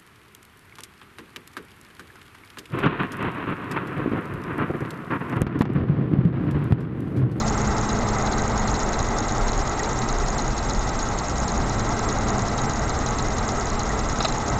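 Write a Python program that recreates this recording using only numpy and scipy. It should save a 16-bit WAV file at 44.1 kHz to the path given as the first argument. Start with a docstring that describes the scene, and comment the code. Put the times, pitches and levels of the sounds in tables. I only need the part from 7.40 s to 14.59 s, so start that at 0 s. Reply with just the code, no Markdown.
"""Tyre roar and a low body boom: the inside of a car cruising over uneven asphalt at night.
The engine hums when it pulls and sinks when it coasts; loose plastic clacks and trim squeaks.
We listen through a small dashboard camera, whose power supply whistles into its own microphone,
sagging with every picture and chirping at every memory write, over a thin bed of amplifier hiss."""
import sys
import numpy as np
from scipy import signal
from scipy.fft import rfft, irfft, next_fast_len
from scipy.io import wavfile
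from scipy.ndimage import uniform_filter1d, map_coordinates

SR = 44100
rng = np.random.default_rng(int(sys.argv[2]) if len(sys.argv) > 2 else 0)


def dump_mix(stems):
    """Bounce the given channels to the path in sys.argv[1] as a 16-bit WAV at rate SR."""
    frames = np.atleast_2d(stems).T  # one column per channel
    limited = np.clip(frames, -1, 1)  # hard clip at full scale
    pcm = np.round(limited * 32767).astype(np.int16)
    wavfile.write(sys.argv[1], SR, pcm)


N = 317079

# the asphalt under the wheels: (time [s], rumble level [dB], roar level [dB])
ASPHALT = [(0, -25.5, -28), (.8, -27, -26.5), (1.8, -28.5, -27.5), (2.3, -30, -27.5), (2.9, -29.5, -28.5),
           (3.35, -28, -29.5), (3.7, -30.5, -29), (4.05, -27.5, -29), (4.7, -26.5, -27), (5.5, -27.5, -28),
           (6.7, -28.5, -28.5), (7.19, -27.5, -28)]
# tone of the body's constant boom: (frequency [Hz], relative level [dB])
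BOOM_SPECTRUM = [(6, -6), (18, -7), (28, 0.5), (34, -2), (42, -3.5), (55, -9), (80, -39)]
# tone of the thump on a bump: (frequency [Hz], relative level [dB])
THUMP_SPECTRUM = [(20, -5.5), (35, 0.5), (60, 0), (90, -1.5), (140, -22)]
# tone of the floor rumble: (frequency [Hz], relative level [dB])
RUMBLE_SPECTRUM = [(30, -20.5), (48, 0.5), (62, -1.5), (88, -3), (100, -4.5), (114, -3.5), (130, 1.5),
                   (150, -7.5), (190, -8.5), (235, -3), (270, -10.5), (310, -8), (400, -22), (700, -61)]
# tone of the tyre roar: (frequency [Hz], relative level [dB])
ROAR_SPECTRUM = [(200, -19), (340, -2), (425, 3), (500, -2), (620, -0.5), (735, 0.5), (775, 3.5),
                 (870, 2.5), (930, -1), (1060, -2.5), (1100, -1), (1170, -2), (1335, 0.1), (1460, -8.5),
                 (1560, -4.5), (1730, -13.5), (1810, -10), (1950, -7), (2040, -6.5), (2160, -14),
                 (2300, -18.5), (3200, -30.5)]
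# bumps that shake the body: (time [s], level [dB])
ROAD_BUMPS = [(1.22, -28), (1.6, -27.5), (1.73, -29), (2.02, -18.5), (2.18, -22.5), (2.74, -23),
              (2.82, -19.5), (3.06, -27), (3.22, -27), (3.38, -21), (5.4, -34)]
# the engine pulling and coasting: (time [s], firing rate [Hz], load level [dB])
THROTTLE = [(0, 108.7, -29), (0.28, 104.8, -31.5), (1.3, 104.9, -32), (1.5, 102.5, -39.5), (2.2, 100, -59),
            (3.4, 95.4, -53), (3.8, 90.1, -38.5), (4.2, 89.8, -38), (4.4, 102.8, -34), (4.62, 109, -42),
            (4.83, 107.2, -31), (5.0, 101.8, -29.8), (5.15, 98.2, -38), (5.4, 107.4, -66),
            (5.8, 108.3, -39.5), (7.19, 110, -48)]
# partials of the hum: (multiple of the firing rate, gain [dB])
ENGINE_PARTIALS = [(1, -3.5), (1.5, -13), (2, -1), (4, -11)]
# hits of loose plastic: (time [s], relative level [dB])
PLASTIC_HITS = [(2.617, -25), (6.8036, -15.5), (6.8083, -29), (6.8472, -14.5), (6.8525, -17), (6.8595, -34),
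                (6.9233, -26)]
# the plastic's modes: (frequency [Hz], bandwidth [Hz], gain [dB])
PLASTIC_MODES = [(636.2, 170, 3.5), (804, 130, -3), (1080, 170, -6), (1290, 190, 1.5), (1620, 170, -3),
                 (2130, 200, -7.5), (2650, 320, -6.5), (3670, 140, 1), (4000, 240, 0), (5240, 220, -8)]
# trim rubbing on trim: (time [s], level [dB])
TRIM_SLIPS = [(2.401, -31), (5.433, -37), (6.507, -32)]
# stages of work on one picture: (start [share of the cycle])
STAGE_STARTS = [0, .09, .47, .505, .655, .9]
# the whistle in each stage: (pitch [Hz], scatter [Hz], relative level [dB], sizzle level [dB])
STAGE_VOICES = [(6460, 260, -41.5, -38), (6110, 870, -38, -40), (7890, 300, -41, -45.5),
                (6520, 75, -35.5, -52.5), (7445, 37, -36, -62), (6310, 87, -37.5, -53.5)]
# pictures that finish early and hold the high idle note longer: (time [s])
EARLY_PICTURES = [.16, 1.255, 2.41, 2.96, 4.055, 4.665, 5.27, 5.82, 6.365, 6.915]
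# the whistle's ragged edge: (frequency [Hz], relative level [dB])
SIZZLE_SPECTRUM = [(2800, -10.5), (3800, -3.5), (4600, -3), (5500, -6), (6700, 1), (7500, -8.5),
                   (8300, -26.5), (9000, -24)]
# the chirp of one write: (time from its peak [s], pitch [Hz], relative amplitude)
CHIRP_SHAPE = [(-.0024, 7100, 0), (-.0013, 7150, .35), (-.0006, 6720, .62), (0, 6460, 1),
               (.0003, 6320, .65), (.0006, 6150, .15), (.001, 6000, .22), (.0018, 5800, 0)]
# heavy memory writes that drag the supply down to a pip: (time [s], pip level [dB])
HEAVY_WRITE_PIPS = [(.0017, -37), (0.3833, -42), (0.4921, -36), (.6885, -43), (.8634, -35), (.9246, -33.5),
                    (0.9838, -37.5), (1.2764, -35), (1.3425, -34), (1.5325, -36), (1.5916, -36),
                    (1.8842, -37), (2.0825, -35), (2.4331, -39.5), (2.6895, -34.5), (2.9825, -34),
                    (3.1805, -36), (3.2977, -32.5), (3.4929, -44), (3.5914, -37), (3.7886, -38),
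                    (4.0811, -34.5), (4.2969, -41), (4.3957, -42), (4.5932, -42), (4.689, -35),
                    (5.0842, -38), (5.1806, -33.5), (5.297, -40), (5.4957, -36), (5.6631, -34.5),
                    (5.787, -34.5), (5.9846, -39), (6.3021, -41), (6.3952, -34.5), (6.593, -42),
                    (6.8279, -36), (6.8856, -36)]
# resonances of the circuit board between supply and microphone: (frequency [Hz], gain [dB])
BOARD_EQ = [(3200, 0), (3750, 0), (4150, 0), (4700, -2.5), (5100, 4), (5300, 0), (5550, 5), (5900, 0.5),
            (6200, -4.5), (6560, 2.5), (6900, -1), (7500, 0), (8500, -0.5)]
# thin electrical tones: (frequency [Hz], relative level [dB], phase waver [rad])
ELECTRICAL_TONES = [(695.7, -42.3, .38), (4087, -60, .4), (5109, -58.5, .2), (5552, -57, 1.5),
                    (7226, -62, .35)]
# tone of the amplifier hiss: (frequency [Hz], relative level [dB])
HISS_SPECTRUM = [(1000, -12.5), (2500, 2.5), (3200, -2.5), (3900, 4), (4700, -5), (6500, -4), (7600, -9),
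                 (8200, -21), (9000, -23.5)]

BOOM_DB, BUMP_RISE_S, BUMP_FADE_S = -31, .028, .048
DRONE_HZ, DRONE_AT_S, DRONE_HALF_S, DRONE_DB = 61, 4.01, .2, -31.5
SQUEAK_HZ, SQUEAK_HALF_S = 1926, .009
PICTURES_HZ, IDLE_STAGE = 16.429, 4
TICK_HZ, FIRST_TICK_S = 50.9885, .002  # the camera's task clock
SAVE_HZ, FIRST_SAVE_S = 9.99, .0843  # regular memory writes, each on its nearest tick
FREE_FROM, FREE_TO = .51, .84  # part of the picture cycle in which a write can finish
PIP_HZ, PIP_FALL_HZ, PIP_FALL_S = 4045, 1270, .0026  # settled pitch; depth and time of the dive
PIP_ATTACK_S, PIP_HOLD_S, PIP_RELEASE_S = .0083, .005, .0036
HIGH_CUT_HZ = 8750


def road():
    """The body booms and rings on each bump, the floor rumbles and the tread roars through the glass."""
    rumble_db, roar_db = curves(ASPHALT, clock())
    body_ring = np.sqrt(2) * sine(hz=33 + 1.3 * wobble(6))
    boom = amp(BOOM_DB) * unit(.5 * body_ring + noise(BOOM_SPECTRUM))
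    thumps = bump_envelope() * unit(body_ring + .45 * noise(THUMP_SPECTRUM))
    rumble = unit(noise(RUMBLE_SPECTRUM) * amp(.46 * wobble(9)))
    roar = unit(noise(ROAR_SPECTRUM) * amp(.43 * wobble(14)))  # patches of coarser asphalt
    return boom + thumps + amp(rumble_db) * rumble + amp(roar_db) * roar


def bump_envelope():
    """How hard the body shakes: each bump swells and dies away."""
    at_s, db = np.transpose(ROAD_BUMPS)[:, :, None]
    since = clock() - at_s
    swells = amp(db) * np.exp(-np.maximum(since / BUMP_FADE_S, -since / BUMP_RISE_S))
    return np.sqrt(np.sum(swells ** 2, axis=0))


def engine():
    """The firing tones stand out under throttle and sink when coasting; uneven firing roughens them."""
    firing_hz, load_db = curves(THROTTLE, clock())
    phase = 2 * np.pi * np.cumsum(firing_hz * (1 + .0015 * wobble(12))) / SR
    hum = 0
    for multiple, db in ENGINE_PARTIALS:
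        level = amp(load_db + db + .49 * wobble(3.5) + .48 * wobble(28))
        hum += level * np.sin(multiple * phase + .05 * wobble(31))
    return np.sqrt(2) * hum


def cabin_drone():
    """One low note swells in the cabin and fades."""
    envelope = amp(DRONE_DB) * np.exp(-((clock() - DRONE_AT_S) / DRONE_HALF_S) ** 2)
    return np.sqrt(2) * envelope * sine(DRONE_HZ + 1.1 * wobble(8))


def plastic_clacks(decay_s=.043):
    """Loose plastic chatters: each contact is a brief scuff through its damped modes."""
    scuffs, t = np.zeros(N + SR), np.arange(SR // 8) / SR
    decay = amp(-60 * t / decay_s)
    for at_s, db in PLASTIC_HITS:
        scuffs[round(at_s * SR):][:len(t)] += amp(db + 9) * rng.standard_normal(len(t)) * decay
    modes = lambda f: sum((-1) ** k * amp(db) * 1j * f * width / (hz * hz - f * f + 1j * f * width)
                          for k, (hz, width, db) in enumerate(PLASTIC_MODES))
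    return filtered(scuffs[:N], modes)


def trim_squeaks():
    """A piece of trim slips and sings for a moment."""
    at_s, db = np.transpose(TRIM_SLIPS)[:, :, None]
    envelope = np.sum(amp(db) * np.exp(-((clock() - at_s) / SQUEAK_HALF_S) ** 2), axis=0)
    return np.sqrt(2) * envelope * sine(SQUEAK_HZ + 18 * wobble(150))


def power_supply():
    """Whistle, chirps and pips, coloured by the circuit board."""
    voice = supply_whistle() + write_chirps() + write_pips()
    return filtered(voice, lambda hz: amp(curves(BOARD_EQ, hz)[0]))


def supply_whistle():
    """A regulator whose pitch sags and turns ragged as the camera draws current."""
    picture, share = np.divmod(clock() * PICTURES_HZ, 1)
    stage = np.searchsorted(STAGE_STARTS, share, side="right") - 1
    early = np.isin(picture, np.floor(np.array(EARLY_PICTURES) * PICTURES_HZ))
    stage = np.where(early & np.isin(stage, (2, 3)), IDLE_STAGE, stage)
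    pitch_hz, scatter_hz, db, sizzle_db = np.array(STAGE_VOICES)[stage].T

    starts, is_heavy = memory_writes()
    latest = np.searchsorted(starts, clock()) - 1
    since = np.abs(clock() - starts[latest])
    heavy = is_heavy[latest]
    brief = (rng.random(len(starts))[latest] < .4) & ~heavy  # some light writes end at once
    writing = since < np.where(brief, .005, .0145)
    overload = writing & ((stage < 2) | heavy)  # the note drops and frays
    pipping = writing & heavy & (since > .0045)  # the whistle ducks under the pip

    pitch_hz = np.where(overload, 5300, np.where(writing, 6750, pitch_hz))
    scatter_hz = np.where(overload, 420, scatter_hz)
    pitch_hz = uniform_filter1d(pitch_hz, size=60) + scatter_hz * wobble(2200) + 45 * wobble(60)
    idle = uniform_filter1d(1. * ((stage == IDLE_STAGE) & ~writing), size=50)
    flutter_db = (2.9 * (1 - idle) + .82 * idle) * wobble(30)  # the idle note is the steadiest
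    level = uniform_filter1d(amp(db - 3.5 + 2 * overload - 9 * pipping + flutter_db), size=50)
    overtone = amp(-17) * idle * sine(hz=8520 + 60 * wobble(200))
    sizzle_level = uniform_filter1d(amp(sizzle_db + 5.8 * overload - 4.5 * pipping), size=50)
    return level * (sine(pitch_hz) + overtone) + sizzle_level * noise(SIZZLE_SPECTRUM)


def write_chirps():
    """Each write opens with the same surge: a short falling chirp."""
    t = np.arange(CHIRP_SHAPE[0][0], CHIRP_SHAPE[-1][0], 1 / SR)
    pitch_hz, envelope = curves(CHIRP_SHAPE, t)
    peaks_s, _ = memory_writes()
    starts = np.clip(np.round((peaks_s + t[0]) * SR).astype(int), 0, N - 1)
    surges = np.bincount(starts, amp(-20.5 + .5 * rng.standard_normal(len(starts))), N)
    return signal.fftconvolve(surges, envelope * sine(pitch_hz))[:N]


def write_pips():
    """Under a heavy write the supply's pitch dives and rings there briefly."""
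    at_s, db = np.transpose(HEAVY_WRITE_PIPS)
    latest = np.maximum(np.searchsorted(at_s, clock()) - 1, 0)
    since = np.maximum(clock() - at_s[latest], 0)
    corners_s = np.cumsum([0, PIP_ATTACK_S, PIP_HOLD_S, PIP_RELEASE_S])
    envelope = amp(db[latest]) * np.interp(since, corners_s, [0, 1, 1, 0])
    dive_hz = PIP_HZ + PIP_FALL_HZ * np.exp(-since / PIP_FALL_S)
    return np.sqrt(2) * envelope * sine(dive_hz + 200 * wobble(1500) + 110 * wobble(130))


def memory_writes():
    """Cue times of all writes, and which are heavy; a save in a busy stage finishes on a free tick."""
    due = np.arange(FIRST_SAVE_S, N / SR, 1 / SAVE_HZ)
    saves = FIRST_TICK_S + np.round((due - FIRST_TICK_S) * TICK_HZ) / TICK_HZ
    tries = saves[:, None] + np.arange(4) / TICK_HZ
    share = tries * PICTURES_HZ % 1
    wait_ticks = np.argmax((share > FREE_FROM) & (share < FREE_TO), axis=1)
    light = np.concatenate([saves, (saves + wait_ticks / TICK_HZ)[wait_ticks > 0]])
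    heavy = np.transpose(HEAVY_WRITE_PIPS)[0]
    clear = np.abs(light[:, None] - heavy).min(axis=1) > .025  # a heavy write swallows its neighbours
    starts = np.sort(np.concatenate([light[clear & (light < N / SR)], heavy]))
    return starts, np.isin(starts, heavy)


def amplifier():
    """A bed of hiss with a few thin tones that waver in pitch and level."""
    tones = 0
    for hz, db, waver in ELECTRICAL_TONES:
        level = amp(db - 1.5 + 1.8 * wobble(5))
        tones += level * np.sqrt(2) * np.sin(2 * np.pi * hz * clock() + waver * wobble(30))
    return tones + amp(-45) * noise(HISS_SPECTRUM)


def amp(db):
    """Decibels to gain."""
    return 10 ** (np.asarray(db) / 20)


def unit(x):
    """Scale to rms 1."""
    return x / np.sqrt(np.mean(x ** 2) + 1e-20)


def clock():
    """The time of every sample."""
    return np.arange(N) / SR


def sine(hz):
    """An oscillator that follows a pitch curve."""
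    return np.sin(2 * np.pi * np.cumsum(hz) / SR)


def curves(rows, at):
    """Read each column of a table at the given values of its first one."""
    first, *columns = np.transpose(rows)
    return [np.interp(at, first, column) for column in columns]


def wobble(rate):
    """Smooth random modulation, rate knots a second."""
    return map_coordinates(rng.standard_normal(int(N * rate / SR) + 4), [clock() * rate])


def filtered(x, response):
    """Play x through a frequency response."""
    size = next_fast_len(N + SR // 2)
    return irfft(rfft(x, size) * response(np.fft.rfftfreq(size, 1 / SR)), size)[:N]


def noise(spectrum):
    """Noise of rms 1, shaped by a spectrum and rolled off above its last point."""
    f, db = np.transpose(spectrum)
    shape = lambda hz: amp(np.interp(np.log(hz + 1), np.log(f), db)) / np.maximum(hz / f[-1], 1) ** 2
    return unit(filtered(rng.standard_normal(N), shape))


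def scene():
    """The cabin and the camera's own noises, mixed in mono."""
    cabin = road() + engine() + cabin_drone() + plastic_clacks() + trim_squeaks()
    return (cabin + power_supply() + amplifier())[None]


def record(dry):
    """The camera's band limit: a brick-wall high cut."""
    return filtered(dry[0], lambda hz: 1 / np.sqrt(1 + (hz / HIGH_CUT_HZ) ** 140))[None]


dry = scene()
out = record(dry)
dump_mix(out)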